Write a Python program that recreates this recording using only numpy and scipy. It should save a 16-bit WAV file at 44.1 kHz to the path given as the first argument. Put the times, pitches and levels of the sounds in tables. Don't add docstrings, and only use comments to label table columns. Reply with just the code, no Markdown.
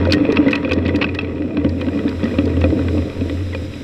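import sys
import numpy as np
from scipy import signal
from scipy.fft import rfft, irfft
from scipy.io import wavfile
from scipy.ndimage import uniform_filter1d

SR = 44100
rng = np.random.default_rng(int(sys.argv[2]) if len(sys.argv) > 2 else 0)


def store_pcm(level_fs):
    pcm = np.round(np.clip(level_fs, -1, 1) * 32767).astype(np.int16)
    wavfile.write(sys.argv[1], SR, np.atleast_2d(pcm).T)


def volts_from_decibels(level):
    exponent = np.asarray(level, float) / 20
    return 10 ** exponent


N = 168903
POINTS_END_S = 1.3

# f/Hz, level/dB, t60/s
FRAME_MODES = [(132, -4, 0.14), (220, -13.5, 0.48), (264, -6.5, 0.049), (293.6, 3.5, 0.085),
               (336.5, -7.5, 0.037), (394.4, -11, 0.069), (438.5, -5, 0.049), (505.3, -8.5, 0.13),
               (543, -16, 0.31), (639.4, -16.5, 0.19)]
# f/Hz, level/dB, t60/s
CASE_MODES = [(959, 2, 0.9), (1147, -1, 0.067), (1286, -5.5, 0.088), (1546, -3, 0.031),
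              (1740, -16.5, 0.015), (1950, -1, 0.089), (2330, -16, 0.033), (2460, -2.5, 0.078),
              (3267, -12.5, 0.045), (3996, -13, 0.027), (4700, -22.5, 0.041), (5370, -8.5, 0.055)]
# t/s, steam level/dB, chatter level/dB
STEAM_AND_CHATTER = [
    (0, -68, -33.5),
    (.8, -71.5, -37),
    (1.3, -72, -42.5),
    (1.5, -71, -44),
    (2.2, -60.5, -41),
    (2.65, -61.5, -41.5),
    (3, -60, -44.5),
    (3.83, -59.5, -57),
]


def unit(x):
    return x / np.sqrt(np.mean(x ** 2))


def curve(rows, axis=1):
    rows = np.array(rows)
    return np.interp(np.arange(N) / SR, rows[:, 0], rows[:, axis])


def walk(rate_hz):
    k = int(SR / rate_hz)
    steps = np.repeat(rng.standard_normal(N // k + 3), k)
    slewed = uniform_filter1d(uniform_filter1d(steps, k), k)
    return unit(slewed[k:N + k])


def ring(x, hz, t60_s):
    r = np.exp(-np.log(1000) / (max(t60_s, .0012) * SR))
    w = 2 * np.pi * hz / SR
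    return signal.lfilter([0, r * np.sin(w)], [1, -2 * r * np.cos(w), r * r], x)


def dull(x, hz, order=4, kind="low"):
    return signal.sosfilt(signal.butter(order, hz, kind, fs=SR, output="sos"), x)


def colour(x, tone, peaks=()):
    f = np.fft.rfftfreq(len(x), 1 / SR) + 1
    tone = np.array(tone)
    gain = volts_from_decibels(np.interp(np.log(f), np.log(tone[:, 0]), tone[:, 1]))
    gain = gain * np.clip(f / tone[0, 0], 0, 1) ** 2
    bumps = 1 + sum(volts_from_decibels(db) / (1 + (2 * (f - hz) / w) ** 2) for hz, w, db in peaks)
    return irfft(rfft(x) * gain * bumps, len(x))


def grit(per_s, spread_db):
    hit = rng.random(N) < per_s / SR
    return unit(hit * rng.standard_normal(N) * volts_from_decibels(spread_db * rng.exponential(size=N)))


def add(out, at_s, x):
    i = max(int(at_s * SR), 0)
    out[i:i + len(x)] += x[:N - i]


def mode_weights(count, spread_db):
    return volts_from_decibels(spread_db * rng.standard_normal((count, 16)))


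def bursts(events, size, spread_db):
    t = np.arange(size) / SR
    noise = rng.standard_normal((len(events), size))
    weights = mode_weights(len(events), spread_db)
    for (s, db, length_s, *hz), n, w in zip(events, noise, weights):
        attack = np.minimum(t / 0.00054, 1)
        tail = 0.36 * np.exp(-t / (1.8 * length_s))
        shape = attack * np.clip(1.6 - 0.9 * t / length_s, 0, 1) + tail
        yield s, db, n * np.abs(n) ** 0.16 * shape, w, hz


def sway():
    # t/s, length/s, level/dB
    swing_spells = [(-.05, 0.21, -23.5), (0.714, 0.12, -24), (0.85, 0.13, -25), (1.07, 0.23, -32),
                    (1.568, 0.17, -27), (1.765, 0.19, -36), (2.168, 0.035, -22), (2.355, 0.17, -24.5),
                    (2.536, 0.17, -19.5), (2.802, 0.24, -21.5), (3.19, 0.099, -25), (3.32, 0.17, -25.5),
                    (3.483, 0.22, -30.5)]
    pitch_hz, wander_hz, rest_db, edge_s, flutter_db = 87, 2.28, -33, 0.036, 1.5
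    t = np.arange(N) / SR
    spells = sum(volts_from_decibels(db) * ((t > s) & (t < s + length_s)) for s, length_s, db in swing_spells)
    size = volts_from_decibels(rest_db) * volts_from_decibels(3.7 * walk(8.7)) + uniform_filter1d(spells, int(edge_s * SR))
    phase = 2 * np.pi * np.cumsum(pitch_hz + wander_hz * walk(19)) / SR
    return np.sqrt(2) * np.sin(phase) * size * volts_from_decibels(flutter_db * walk(24.57))


def low_rise_db():
    return 3.5 * (np.arange(N) / SR - 1.9)


def rolling():
    # t/s, level/dB
    rolling_load = [
        (0, -16.5),
        (.5, -19),
        (1.05, -20),
        (1.2, -25),
        (1.5, -22.5),
        (2.1, -22),
        (2.8, -20),
        (3.15, -25.5),
        (3.83, -31.5),
    ]
    mode_flutter_db, roll_flutter_db, wheel_bumps_per_s = 1.0, 1.0, 120
    push = 0.62 * rng.standard_normal(N) + .35 * grit(wheel_bumps_per_s, 1.0)
    push = push * volts_from_decibels(curve(rolling_load) + roll_flutter_db * walk(17))
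    rise_db = low_rise_db()
    out = np.zeros(N)
    for hz, db, t60_s in FRAME_MODES:
        level_db = db + mode_flutter_db * walk(10) + rise_db * (hz < 230)
        out += volts_from_decibels(level_db) * ring(push, hz, t60_s) * np.sqrt(30 / (t60_s * SR))
    return out * volts_from_decibels(-3.5)


def rumble():
    low = unit(dull(rng.standard_normal(N), 68, order=2))
    return volts_from_decibels(-44.5 + low_rise_db() + 2.8 * walk(16)) * low


def chatter():
    per_s, spread_db, flutter_db = 260, 1.2, 2
    shakes = uniform_filter1d(np.abs(grit(per_s, spread_db)), int(.003 * SR))
    level = volts_from_decibels(curve(STEAM_AND_CHATTER, axis=2) + 1.3 * walk(25))
    noise = rng.standard_normal(N) * (unit(shakes) + 1.21) * level
    out = np.zeros(N)
    for hz, db, t60_s in CASE_MODES:
        mode = ring(noise * volts_from_decibels(db + flutter_db * walk(14)), hz, t60_s * 0.19)
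        out += mode * np.sqrt(30 / (t60_s * SR))
    return out * volts_from_decibels(-2.5)


def clanks():
    # t/s, peak level/dB, rattle length/s, f/Hz of main part
    point_clanks = [(.0528, -14, 0.0032, 1450), (.0977, -17, 0.0035, 2540), (.106, -18, 0.0048, 2440),
                    (.1195, -16, 0.0028, 2560), (.1286, -11.5, 0.0045, 2420), (.1316, -14, .008, 2000),
                    (.143, -20, 0.0046, 2560), (.1935, -34, 0.0031, 2600), (.2518, -11, 0.0018, 2460),
                    (.2887, -24, .005, 2070), (.3232, -19, 0.0067, 2010), (.362, -19, 0.012, 2710),
                    (.3701, -3, 0.0029, 2520), (.4638, -16.5, 0.0048, 1940), (.4823, -10.5, 0.0037, 2000),
                    (.5097, -21, 0.0034, 1900), (.5297, -3.5, 0.0044, 2557), (.546, -21, 0.0035, 2520),
                    (.5526, -11, 0.0053, 2550), (.6459, -12.5, 0.0058, 2540), (.6754, -17, .004, 1300),
                    (.6928, -20, 0.0087, 2530), (.7108, -6.5, 0.0037, 2570), (.7187, -5, 0.0028, 2540),
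                    (.7866, -23.5, 0.0037, 1900), (.852, -19, 0.0073, 1970), (.8594, -16, 0.0075, 2570),
                    (.8804, -20, 0.0067, 2550), (.8889, -15, .008, 1990), (.9492, -17.5, 0.0037, 2600),
                    (.9607, -22, .005, 1920), (1.0136, -5.5, 0.0055, 2460), (1.0212, -4.5, 0.0016, 2646),
                    (1.0256, -1.5, 0.0032, 2554), (1.0422, -5, 0.0022, 2560), (1.066, -21, 0.0023, 2000),
                    (1.0874, -16.5, 0.0074, 2470), (1.1478, -18.5, .006, 1900),
                    (1.1882, -6.5, 0.0032, 2580), (1.2096, -21, 0.0051, 2600)]
    # t/s, peak level/dB, f/Hz
    plain_knocks = [(1.2456, -21, 2270), (1.281, -31, 2550), (1.335, -36, 1950), (1.381, -24.5, 1990),
                    (1.4206, -21.5, 2500), (1.5451, -28.5, 2520), (1.5704, -12.5, 2510),
                    (1.6465, -14, 2050), (1.8135, -14, 2450), (1.8657, -19.5, 2570), (1.8842, -16.5, 1570),
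                    (1.9313, -27, 1910), (1.9726, -26, 2000), (1.9911, -18.5, 1940), (2.0669, -26, 1470),
                    (2.0798, -16.5, 1920), (2.2191, -31, 1960), (2.2311, -18.5, 2620), (2.254, -16.5, 1890),
                    (2.2824, -25, 2410), (2.3105, -23, 1920), (2.3423, -24, 2490), (2.386, -8.5, 2550),
                    (2.477, -22, 1490), (2.5399, -25, 1950), (2.5673, -20.5, 2600), (2.6155, -12, 2560),
                    (2.6396, -10, 2460), (2.703, -17.5, 1980), (2.7912, -19, 1510), (2.8841, -15.5, 2030),
                    (2.9803, -17.5, 2530), (3.0215, -23, 1980), (3.209, -21, 2540), (3.2969, -14, 1974),
                    (3.5306, -20, 1940), (3.5482, -14, 2430), (3.738, -21.5, 2510)]
    knock_s, mix_spread_db, detune = .003, 2.5, 0.017
    crack_db, part_db, thud_t60_s = -5, 3, .004
    events = point_clanks + [(s, db, knock_s, hz) for s, db, hz in plain_knocks]
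    out = np.zeros(N)
    for s, db, burst, w, (part_hz,) in bursts(events, size=4000, spread_db=mix_spread_db):
        plain = s > POINTS_END_S
        case = np.zeros(len(burst))
        for g, o, (hz, mode_db, t60_s) in zip(w, w[::-1], CASE_MODES):
            mode = ring(burst, hz * (1 + detune * np.log(o)), min(t60_s, .07) * 0.92)
            case += g * volts_from_decibels(mode_db) * mode / np.sqrt(t60_s)
        crack = volts_from_decibels(crack_db + 1.8 * plain) * w[-1] * unit(ring(burst, 2900, 0.00083))
        part = volts_from_decibels(part_db - 4.5 * plain) * unit(ring(burst, part_hz, 0.026))
        thud = volts_from_decibels(-4 if plain else -16) * unit(ring(burst, 1200, thud_t60_s))
        x = unit(case) + crack + part + thud
        add(out, s - .0006, x / np.abs(x).max() * volts_from_decibels(db))
    return out


def ticks():
    # t/s, peak level/dB
    bright_ticks = [(0.074, -56.5), (0.1072, -47.5), (0.123, -36.5), (0.1335, -28.5), (0.145, -41.5),
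                    (0.323, -40.5), (0.481, -48.5), (0.51, -41), (0.5184, -47.5), (0.5304, -44),
                    (0.5554, -39.5), (0.6922, -49.5), (0.7176, -44), (0.7336, -42.5), (0.8804, -46),
                    (0.9597, -41), (1.0882, -59.5), (1.148, -42.5), (1.2171, -57)]
    # t/s, peak level/dB before a 16 dB cut
    late_ticks = [
        (1.3505, -47.5),
        (1.6425, -42),
        (1.6927, -36.5),
        (1.8107, -31),
        (2.092, -33),
        (2.168, -48),
        (2.241, -33),
        (2.4564, -33),
        (2.6103, -30),
        (2.7004, -42),
    ]
    # t/s, peak level/dB
    dull_ticks = [
        (0.0521, -46),
        (0.3604, -45),
        (0.852, -52.5),
        (0.8646, -49),
        (1.0156, -42),
        (1.0192, -51),
        (1.0284, -44.5),
        (1.0442, -50),
    ]
    # f/Hz, level/dB
    tick_tone = [(2500, 2.5), (4800, 2.5), (6500, -12.5), (8800, -19.5), (12000, -32), (13500, -32.5),
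                 (15000, -23.5)]
    tick_s, bracket_hz, bracket_t60_s, bracket_db = 0.0045, 1870, .12, -15
    bright = bright_ticks + [(s, db - 16) for s, db in late_ticks]
    events = [(s, db, tick_s) for s, db in bright + dull_ticks]
    out = np.zeros(N)
    for k, (s, db, burst, w, _) in enumerate(bursts(events, size=2000, spread_db=2.5)):
        x = dull(burst, 5100)
        if k < len(bright):
            top_ring = ring(burst, min(9000 * w[1], 15000), .004)
            x = x + (burst - x) * w[0] * 0.83 + 0.019 * top_ring
        add(out, s - .0012, x * volts_from_decibels(db))
    bracket = dull(ring(out, bracket_hz, bracket_t60_s), 2 * bracket_hz)
    return colour(out, tick_tone) * volts_from_decibels(17.5) + volts_from_decibels(bracket_db) * bracket


def thumps():
    # t/s, peak level/dB, f/Hz
    joint_knocks = [(0.069, 4, 546), (0.287, 2, 285), (0.387, 7, 305), (0.468, 9, 291), (0.495, -4, 263),
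                    (0.529, -5, 298), (0.648, -0.5, 520), (0.779, -3, 304), (0.857, 4, 276),
                    (1.07, -2.5, 306), (1.398, -3, 309), (1.574, 3, 293), (1.648, 8, 293),
                    (1.873, 2.5, 282), (1.957, 1, 290), (2.051, 6, 294), (2.232, 4.5, 227.4),
                    (2.385, 5.5, 292.4), (2.475, -6, 279), (2.571, 0, 288), (2.64, 6, 289), (2.726, 2, 304),
                    (2.972, -2.5, 251), (3.212, 1.5, 272.4), (3.551, -8, 297)]
    body_db, ring_scale, spread_db = -4, .6, 4
    blow = np.zeros(6000)
    blow[:30] = 1
    out = np.zeros(N)
    for (s, db, hz), w in zip(joint_knocks, mode_weights(len(joint_knocks), spread_db)):
        swell = unit(ring(ring(blow, hz, 0.027), hz, 0.11))
        body = sum(g * volts_from_decibels(mode_db) * f * ring(blow, f, t60_s * ring_scale)
                   for g, (f, mode_db, t60_s) in zip(w, FRAME_MODES))
        x = swell + volts_from_decibels(body_db) * unit(body)
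        add(out, s + 0.00032, x / np.abs(x).max() * volts_from_decibels(db - 9))
    return out


def raps():
    # t/s, peak level/dB, f/Hz
    footplate_raps = [(0.072, -1, 519), (0.163, -22, 495), (0.252, -8.5, 528), (0.291, -2.5, 450),
                      (0.328, -6.5, 412), (0.389, -15, 450), (0.463, -6.5, 503), (0.647, -21, 517),
                      (0.716, -12, 511), (0.853, -15.5, 493), (1.188, -20, 396), (1.709, -21, 511),
                      (2.234, -21, 417), (2.341, -16, 511), (2.385, -12, 382), (2.472, -9.5, 436),
                      (2.641, -1.5, 519), (2.726, -7, 447), (2.773, -16, 444), (2.975, -12.5, 546),
                      (3.549, -14.5, 522)]
    t60_s, level_db = 0.11, -2
    out, click = np.zeros(N), np.zeros(4000)
    click[:12] = 1 / 12
    for s, db, hz in footplate_raps:
        x = ring(click, hz, t60_s) + .7 * ring(click, 0.88 * hz, 0.02)
        add(out, s - .0008, x / np.abs(x).max() * volts_from_decibels(db + level_db))
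    return out


def steam():
    # f/Hz, level/dB
    hiss_tone = [(900, -2.5), (2200, 3), (3900, -3), (4500, -14.5), (5400, -4), (6500, -16), (11000, -20),
                 (15500, -29)]
    # f/Hz, width/Hz, level/dB
    hiss_peaks = [(3990, 520, 2), (4970, 200, 5.5), (7610, 460, 6)]
    flicker_db = .7
    jet = rng.standard_normal(N) * volts_from_decibels(flicker_db * walk(18)) + 0.2 * grit(900, 1.5)
    return unit(colour(jet, hiss_tone, hiss_peaks)) * volts_from_decibels(curve(STEAM_AND_CHATTER) + 17.0)


def squeaks():
    # t/s, length/s, peak level/dB, start f/Hz, end f/Hz
    joint_squeaks = [
        (3.524, .024, -30, 2250, 1800),
        (2.644, .016, -29, 1500, 1100),
    ]
    out = np.zeros(N)
    for s, length_s, db, start_hz, end_hz in joint_squeaks:
        u = np.arange(int(length_s * SR)) / (length_s * SR)
        phase = 2 * np.pi * np.cumsum(start_hz + (end_hz - start_hz) * u) / SR
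        add(out, s, volts_from_decibels(db) * np.sin(np.pi * u) * (np.sin(phase) + 0.5 * np.sin(phase / 2)))
    return out


def through_frame(x):
    return dull(dull(x, 611), 133, order=2, kind="high")


def through_case(x):
    return dull(dull(x, 3970, order=6), 1230, order=2, kind="high")


def scene():
    frame = through_frame(rolling() + thumps()) + rumble()
    rods = through_case(chatter() + clanks() + squeaks())
    return (sway() + frame + raps() + rods + ticks() + steam())[None, :]


def roll_off(x):
    return signal.sosfilt(signal.butter(12, 15710, fs=SR, output="sos"), x)


def record(dry):
    soft_clip, top_hz = .6, 15600
    mix = dull(np.tanh(soft_clip * dry) / soft_clip, top_hz, order=12)
    return roll_off(mix)


dry = scene()
out = record(dry)
store_pcm(out)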